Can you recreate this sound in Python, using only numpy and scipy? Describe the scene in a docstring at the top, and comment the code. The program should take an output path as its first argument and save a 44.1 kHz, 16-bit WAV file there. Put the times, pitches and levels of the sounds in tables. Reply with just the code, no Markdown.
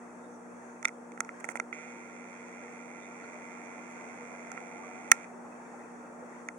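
"""A curtain of bubbles burbles in a home fish tank over the hum of its air pump, in a small room.
Fingers tick and rub on the camera; its zoom motor whirrs, and stops just after the lever snaps back loudly.
Bubbles are decaying rising tones amid shaped noise; the pump is a stack of mains multiples with glass noise.
Blows, rubs and gear knocks excite resonances of the camera shell.
The camera adds a quiet hiss with soft swells and cuts notches in the treble."""
import sys
import numpy as np
from scipy import signal
from scipy.fft import rfft, irfft, next_fast_len
from scipy.io import wavfile
from scipy.ndimage import uniform_filter1d, map_coordinates

SR = 44100
rng = np.random.default_rng(int(sys.argv[2]) if len(sys.argv) > 2 else 0)


def waveform_to_disk(signal):
    """Save audio, clipped to [-1, 1], as 16-bit WAV at the path in sys.argv[1]."""
    frames = np.transpose(np.atleast_2d(signal))
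    scaled = np.clip(frames, -1, 1) * 32767
    samples = np.round(scaled).astype(np.int16)
    wavfile.write(sys.argv[1], SR, samples)


N = 290178

# camera shell when struck or rubbed, two low modes first: f/Hz, width/Hz, left level/dB, right level/dB
SHELL_MODES = [(1356, 133, -7.5, 5), (1400, 20, -14, -7), (1855, 270, 0, -2), (2108, 182, 3.5, 9),
               (2378, 254, -5, 3.5), (3480, 340, -29.5, -8.5)]


def amp(db):
    """Decibels to gain."""
    return 10 ** (np.asarray(db) / 20)


def unit(x):
    """Scale to rms 1."""
    return x / np.sqrt(np.mean(x ** 2) + 1e-20)


def along(points, hz):
    """Read a curve of (f/Hz, value) points on a log frequency axis."""
    f, v = np.transpose(points)
    return np.interp(np.log(hz + 1), np.log(f + 1), v)


def curves(rows):
    """One value per sample for each column after the time."""
    s, *columns = np.transpose(rows)
    return [np.interp(np.arange(N) / SR, s, column) for column in columns]


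def wobble(rate):
    """A smooth random curve, rate knots a second."""
    knots = rng.standard_normal(int(N * rate / SR) + 4)
    return map_coordinates(knots, [np.arange(N) * rate / SR])


def filtered(x, response):
    """Filter x by a complex response of frequency."""
    m = next_fast_len(N + SR // 2)
    spectrum = rfft(x, m) * response(np.fft.rfftfreq(m, 1 / SR))
    return irfft(spectrum, m)[..., :N]


def body(modes, f):
    """Causal response of (f/Hz, width/Hz, level/dB) resonances, alternating in sign."""
    total = 0
    for k, (centre, width, db) in enumerate(modes):
        damping = 1j * f * width
        total = total + (-1) ** k * amp(db) * damping / (centre * centre - f * f + damping)
    return total


def shell(modes, f):
    """Resonances as the left and the right port hear them."""
    return np.array([body([(hz, width, sides[k]) for hz, width, *sides in modes], f) for k in range(2)])


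def ports(x, pan_db):
    """Sound in the shell reaches the left port first; pan_db is left minus right."""
    lead_s = .000085
    sides = np.array([[.5], [-.5]])
    f = np.fft.rfftfreq(x.shape[-1], 1 / SR)
    delay = np.exp(2j * np.pi * f * sides * lead_s)
    return unit(amp(pan_db * sides)) * irfft(rfft(x) * delay, x.shape[-1])


def add(track, s, sound):
    """Mix a sound in at time s."""
    part = track[..., max(round(s * SR), 0):][..., :sound.shape[-1]]
    part += sound[..., :part.shape[-1]]


def diffuse(pair, colour):
    """Spread two unrelated signals as a room sound of rms 1, its sides far less alike in the treble."""
    # left-right likeness of the room sound: f/Hz, correlation (0 to 1)
    likeness = [(60, 0.54), (150, 0.34), (300, 0.44), (700, 0.67), (1400, 0.077), (3000, 0.065),
                (8000, 0.16)]

    def mid_side(f):
        turn = np.arccos(np.clip(along(likeness, f), -1, 1)) / 2
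        return colour(f) * np.array([np.cos(turn), np.sin(turn)])

    mid, side = filtered(pair, mid_side)
    return unit(np.array([mid + side, mid - side]))


def rush(spectrum):
    """Stereo noise of rms 1, coloured by (f/Hz, level/dB) points."""
    return diffuse(rng.standard_normal((2, N)), lambda f: amp(along(spectrum, f)))


def room(x, t60):
    """Scatter a mono sound in a room of decay time t60 (s), differently to each port."""
    t = np.arange(SR // 2) / SR
    tail = rng.standard_normal((2, len(t))) * amp(-60 * t / t60)
    return signal.fftconvolve(x[None], tail / np.linalg.norm(tail[0]), axes=1)[:, :N]


def hiss():
    """A quiet hiss wavers a little and now and then swells in a narrow band."""
    # colour of the hiss: f/Hz, relative level/dB
    hiss_colour = [(500, -8.5), (3000, -15), (6300, 2), (9000, 4.5), (11000, 2), (15500, -35.5)]
    # soft swells: middle t/s, spread/s, f/Hz, level/dB
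    swells = [(0.125, .03, 3750, -67), (0.345, 0.024, 5950, -63), (0.68, .07, 6600, -65.5),
              (3.035, .025, 3600, -62), (3.243, .008, 4150, -57), (3.66, 0.011, 6180, -58),
              (3.912, .012, 10900, -59)]
    swell_width_hz = 450
    size = SR // 2
    f = np.fft.rfftfreq(size, 1 / SR)
    t = (np.arange(size) - size // 2) / SR
    track = amp(-63.5 + .4 * wobble(8)) * rush(hiss_colour)
    for s, spread_s, hz, db in swells:
        noise = rfft(rng.standard_normal((2, size)))
        band = unit(irfft(noise * body([(hz, swell_width_hz, 0)], f) ** 2, size))
        add(track, s + t[0], amp(db) * np.exp(-.5 * (t / spread_s) ** 2) * band)
    return track


def pump():
    """The diaphragm buzzes at multiples of the mains; noise sounds the tank's glass and hood modes."""
    # pump hum: multiple of the mains, relative level/dB
    hum_partials = [(1, -15), (2, -20.5), (3, -11), (4, 0), (5, -13.5), (6, -10), (8, -12.5), (10, -14)]
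    # glass and hood: f/Hz, width/Hz, relative level/dB
    tank_modes = [(453.7, 24, -1.5), (485.4, 10, 1), (905.6, 12, 0.5), (1385, 25, -8)]
    mains_hz = 60
    phase = 2 * np.pi * mains_hz * np.arange(N) / SR
    hum = np.zeros(N)
    for multiple, db in hum_partials:
        level = amp(db + 1.2 * wobble(11))
        drift = 2 * np.pi * rng.random() + 0.073 * wobble(4.5)
        hum += level * np.sin(round(multiple) * phase + drift)
    glass = diffuse(rng.standard_normal((2, N)), lambda f: body(tank_modes, f))
    # the hum leans slightly to the left
    return amp(-51.5) * unit(hum) * amp([[.6], [-.6]]) + amp(-56.0) * glass


def bubble(hz, cycles, rise=0.075):
    """A bubble rings, fading by 1/e in the given cycles, and rises in pitch as it surfaces."""
    t = np.arange(SR // 20) / SR
    age = hz * t / cycles
    return np.sin(2 * np.pi * hz * t * (1 + rise * (1 - np.exp(-age)))) * np.exp(-age)


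def swarm(centre_hz, spread, cycles, size_db, count):
    """Many bubbles of random moment, pitch and size."""
    when, size = rng.random(count), rng.exponential(size=count)
    hz = np.clip(centre_hz * np.exp(spread * rng.standard_normal((count, 1))), 200, SR / 3)
    rings = bubble(hz, cycles) * amp(size_db * np.minimum(size, 4))[:, None]
    at = (when * N).astype(int)[:, None] + np.arange(rings.shape[1])
    return np.bincount(at.ravel(), rings.ravel())[:N]


def water():
    """Big bubbles burble, small ones burst at the surface; the room blurs both into a wash."""
    # strength of the air flow, the reference for both layers: t/s, level/dB
    flow = [(0.0, -54.5), (2.67, -54), (3.45, -52), (4.49, -52), (4.62, -51.5), (6.58, -53)]
    # colour of the burble: f/Hz, relative level per Hz/dB
    burble_colour = [(25, 5.5), (60, -3.5), (110, -12.5), (160, -4.5), (260, 2.5), (400, -1.5), (650, 0.5),
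                     (850, 0), (980, -3), (1400, -4), (2500, -27)]
    # colour of the splash: f/Hz, relative level per Hz/dB
    splash_colour = [(400, -51), (1000, 0), (1400, -6), (2000, -1), (2500, -7), (3300, -20), (6500, -11),
                     (11000, -28)]
    splash_follows = 0.51  # dB of splash for each dB of flow
    flow_db, = curves(flow)
    burble_db = 4 + flow_db
    splash_db = -1 + flow_db.mean() + splash_follows * (flow_db - flow_db.mean())
    big = room(swarm(centre_hz=782.0, spread=0.36, cycles=13.4, size_db=3.5, count=1500), t60=0.32)
    small = room(swarm(centre_hz=1920, spread=.45, cycles=16.0, size_db=3, count=2500), t60=0.077)
    # the single bubbles take half of each colour, in dB
    big_wash = diffuse(big, lambda f: amp(along(burble_colour, f) / 2))
    small_wash = diffuse(small, lambda f: amp(along(splash_colour, f) / 2))
    burble = 0.83 * rush(burble_colour) + 0.33 * big_wash
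    splash = 0.57 * rush(splash_colour) + 0.43 * small_wash
    return amp(burble_db + 0.68 * wobble(9)) * burble + amp(splash_db + 2.5 * wobble(5.8)) * splash


def gurgle():
    """For a while a stream of like-sized bubbles gurgles over the rest."""
    # gurgling stream: t/s, level/dB
    gurgle_level = [(3.4, -71), (4.2, -65), (4.65, -53.5), (5.4, -58.5), (6.58, -68)]
    level_db, = curves(gurgle_level)
    stream = room(swarm(centre_hz=731, spread=0.1, cycles=13.3, size_db=2.0, count=900), t60=0.2)
    return amp(level_db) * diffuse(stream, lambda f: 1)


def plops():
    """Single larger or nearer bubbles ring out, heard directly and through the room."""
    # bubbles that stand out: t/s, starting f/Hz, relative level/dB, cycles of ringing
    single_bubbles = [(3.24, 1410, -34, 9), (4.63, 720, -37, 14), (4.835, 1140, -35.5, 14),
                      (5.522, 2530, -46, 36), (5.739, 783, -33, 6), (6.224, 486, -33, 8.3)]
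    track = np.zeros(N)
    for s, hz, db, cycles in single_bubbles:
        add(track, s, amp(db) * bubble(hz, cycles, rise=0.018))
    return amp(-6.5) * track + amp(-14.5) * room(track, t60=0.28)


def rubs():
    """Skin catches and slips on the case: a short gritty scrape through the shell's resonances."""
    # a finger slides on the case: start t/s, end t/s, relative level/dB
    slides = [(0.871, 0.889, -66), (1.399, 1.408, -59), (1.445, 1.454, -54), (1.486, 1.522, -55.5),
              (1.555, 1.569, -54)]
    # the shell's dull note under the finger: f/Hz, width/Hz, relative level/dB
    dull_note = [(890, 490, 9.5)]
    t = np.arange(N) / SR
    press = sum(amp(db) * ((t > start) & (t < end)) for start, end, db in slides)
    grit = unit(rng.standard_normal(N) * amp(1.7 * wobble(600)))
    scrape = grit * uniform_filter1d(press, size=90)

    def colour(f):
        bright = body([(7700, 4600, 0)], f)
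        return shell(SHELL_MODES, f) + amp(-3.5) * body(dull_note, f) + amp(1.0) * bright

    return amp(16.5) * ports(filtered(scrape, colour), pan_db=-14.0)


def peaked(spectrum):
    """The wave of a spectrum, with a peak of 1."""
    wave = irfft(spectrum)
    return wave / np.abs(wave).max()


def contacts(blows, tick_t60, grit, room_db):
    """Each blow rings the shell around its own pitch and in two low modes, with a crackling tick and a thud."""
    # colour of a blow's tick: f/Hz, relative level/dB
    tick_colour = [(2500, -33.5), (3500, 6.5), (4600, -0.5), (6200, 6.5), (7500, -1.5), (8800, -1),
                   (10500, 0), (15500, -3.5)]
    ring_width_hz, tick_width_hz = 810, 6650
    thud_width, thud_top_hz = 1.4, 1300  # width over pitch; the soft fingertip gives little higher up
    size = 8192
    f = np.fft.rfftfreq(size, 1 / SR)
    t = (np.arange(size) - size // 16) / SR
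    blow = rfft(t == 0)
    low = peaked(blow * shell(SHELL_MODES[:2], f))
    upper = shell(SHELL_MODES[2:], f)
    track = np.zeros((2, N))
    for s, db, ring_hz, low_db, tick_db, thud_db, tick_hz, thud_hz in blows:
        crackle = rng.standard_normal((2, size)) * (t >= 0) * amp(-60 * np.abs(t) / tick_t60)
        snap = blow + grit * rfft(crackle)
        ring = peaked(blow * upper * body([(ring_hz, ring_width_hz, 0)], f)) + amp(low_db) * low
        tick_band = amp(along(tick_colour, f)) * body([(tick_hz, tick_width_hz, 0)], f) ** 2
        tick = amp(tick_db) * peaked(snap * tick_band)
        thud_band = body([(thud_hz, thud_width * thud_hz, 0)], f) ** 2 / (1 + 1j * f / thud_top_hz)
        thud = amp(thud_db) * peaked(blow * thud_band)
        sound = ports(ring, pan_db=0) + ports(thud, pan_db=-8) + ports(tick, pan_db=-2.0)
        add(track, s + t[0], amp(db) * sound)
    return track + amp(room_db) * room(track.mean(0), t60=0.15)


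def clicks():
    """Fingers tap the case and its buttons."""
    # taps: t/s, ring level/dB, ring f/Hz, then low modes, tick and thud over the ring/dB,
    # tick f/Hz, thud f/Hz
    taps = [(0.8277, -31, 1450.0, -3, 4.5, -19.0, 7100.0, 970.0),
            (0.8472, -27, 2300.0, 2, 1, -12, 5200.0, 1120.0),
            (0.8528, -8, 2380.0, -7, -0.5, -29, 5400.0, 900.0),
            (0.876, -27.7, 2470.0, -13.0, -6.0, -19.0, 6400.0, 580.0),
            (0.883, -32, 2310.0, 2, 10.0, -10, 8000.0, 1000.0),
            (0.89, -30, 2060.0, -4, -15.0, -23.0, 7200.0, 870.0),
            (1.119, -38.5, 2460.0, -12.0, -2.0, -21.0, 5300.0, 740.0),
            (1.1762, -37, 1540.0, 5, -7.0, -4.0, 7900.0, 890.0),
            (1.2049, -20, 1740, 4, 11.5, -11, 8700, 1250.0),
            (1.248, -41.5, 2420.0, 0.0, 4, -20.0, 6400.0, 760.0),
            (1.291, -28, 1450.0, 0.5, -14.0, -19.0, 7800.0, 1000.0),
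            (1.4427, -22.5, 1830.0, -3, -3, -8.5, 8900.0, 710.0),
            (1.4888, -21, 1450.0, -2.5, -4, -6, 9100.0, 740.0),
            (1.5556, -23, 1450.0, -3, -4, -1.5, 9500.0, 890.0),
            (1.572, -28, 2500.0, -13.0, 2, -10, 7600.0, 1150.0),
            (1.5992, -17, 2120.0, -0.5, -5, -7.5, 5400.0, 990.0),
            (1.7271, -22.5, 2360.0, -5.5, -23.0, -33, 7700.0, 800.0),
            (4.5172, -34.5, 2600, 3.0, 8.0, 0, 7400, 1060.0),
            (4.576, -28.5, 1500.0, 1.5, -19.0, -14, 7900.0, 910.0),
            (6.4867, -22, 1450.0, -7.5, -1.5, -15, 7200.0, 1130.0)]
    return contacts(taps, tick_t60=0.007, grit=.65, room_db=-30)


def knocks(turns, size_db):
    """One knock at each whole turn; play in the gears scatters its moment and strength."""
    play_s = .00017
    marks = np.arange(1, turns[-1])
    late, size = rng.standard_normal((2, 1024))[:, :len(marks)]
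    at = np.searchsorted(turns, marks) + np.round(play_s * SR * late).astype(int)
    return unit(np.bincount(at, amp(size_db * size), N))


def zoom_motor():
    """The gear knocks each turn, softer half-way, over a faster pinion; it starts fast, then settles."""
    # camera shell shaken by the motor: f/Hz, width/Hz, relative left level/dB, relative right level/dB
    motor_modes = [(1380, 35, -43, 9.5), (2068, 180, -1, 9.5), (2393, 257, -9.5, 12), (2522, 306, -19, 8),
                   (3100, 1570, -18, -7.5), (6330, 360, -3.5, -7.5), (8300, 2800, -22.5, -22)]
    start_s, stop_s = 1.727, 5.252
    fast_hz, cruise_hz = 156.9, 90.7  # gear turns a second, at first and once settled
    fast_s, settle_s = .13, .07  # how long it runs fast; time constant of its slowing
    cruise_db, fast_db, creep_db_per_s = -51.5, 2.5, 0.63  # the level creeps up as the lens travels
    jolt_db, brake_db, jolt_s = 6.5, 2.5, 0.018  # jolts through the gears' slack on start and stop
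    pinion_ratio = 1.66
    t = np.arange(N) / SR
    running = (t > start_s) & (t < stop_s)
    age = np.maximum(t - start_s, 0)
    haste = np.exp(-np.maximum(age - fast_s, 0) / settle_s)
    rate = (cruise_hz + (fast_hz - cruise_hz) * haste) * (1 + .012 * wobble(14))
    jolts = jolt_db * np.exp(-age / jolt_s) + brake_db * np.exp(-np.abs(t - stop_s) / jolt_s)
    db = cruise_db + fast_db * haste + creep_db_per_s * age + jolts
    turns = np.cumsum(rate * running) / SR
    gears = knocks(turns, size_db=1.2) + 0.45 * knocks(turns + .5, size_db=1.5)
    gears = gears + 0.5 * knocks(pinion_ratio * turns, size_db=1.5)
    friction = running * rng.standard_normal(N) * (1 + .5 * np.cos(2 * np.pi * turns))
    force = unit(gears) + 0.4 * unit(friction)
    heard = ports(filtered(force, lambda f: shell(motor_modes, f)), pan_db=1.5)
    # the root makes the level count over the running time only
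    return amp(db) * unit(heard) * np.sqrt(running.mean())


def lever():
    """The zoom lever slips, hits its stop and rebounds in a quick run of blows."""
    # blows: t/s, ring level/dB, ring f/Hz, then low modes, tick and thud over the ring/dB,
    # tick f/Hz, thud f/Hz
    lever_blows = [(5.1153, -20, 2000, -4.5, -5.5, -19.5, 7000, 800),
                   (5.1163, 4, 1900, -11.5, 3.5, -30.5, 8100, 900),
                   (5.1170, 2.5, 1850, -19.5, 4.5, -28, 5940, 850),
                   (5.1186, -6, 2220, -3, 1, -22, 6800, 800)]
    return contacts(lever_blows, tick_t60=0.007, grit=0.65, room_db=-26)


def scene():
    """The tank in front of the camera, and the camera's own noises."""
    tank = pump() + water() + gurgle() + plops()
    return tank + zoom_motor() + clicks() + lever() + rubs() + hiss()


def record(dry):
    """The camera notches its treble, clips at full scale, then cuts the rumble and the extreme treble."""
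    # treble notches: f/Hz, width/Hz
    treble_notches = [(3000, 720), (4000, 1540), (5000, 1040), (12400, 10400), (13300, 7100)]
    top_hz = 16300

    def notch(f):
        gaps = [(c * c - f * f) / (c * c - f * f + 1j * f * w) for c, w in treble_notches]
        return np.prod(gaps, axis=0)

    notched = filtered(dry, notch)
    low_cut = signal.butter(3, 130, "highpass", fs=SR, output="sos")
    lean = signal.sosfilt(low_cut, np.clip(notched, -1, 1))
    return filtered(lean, lambda f: 1 / (1 + (f / top_hz) ** 70))


dry = scene()
out = record(dry)
waveform_to_disk(out)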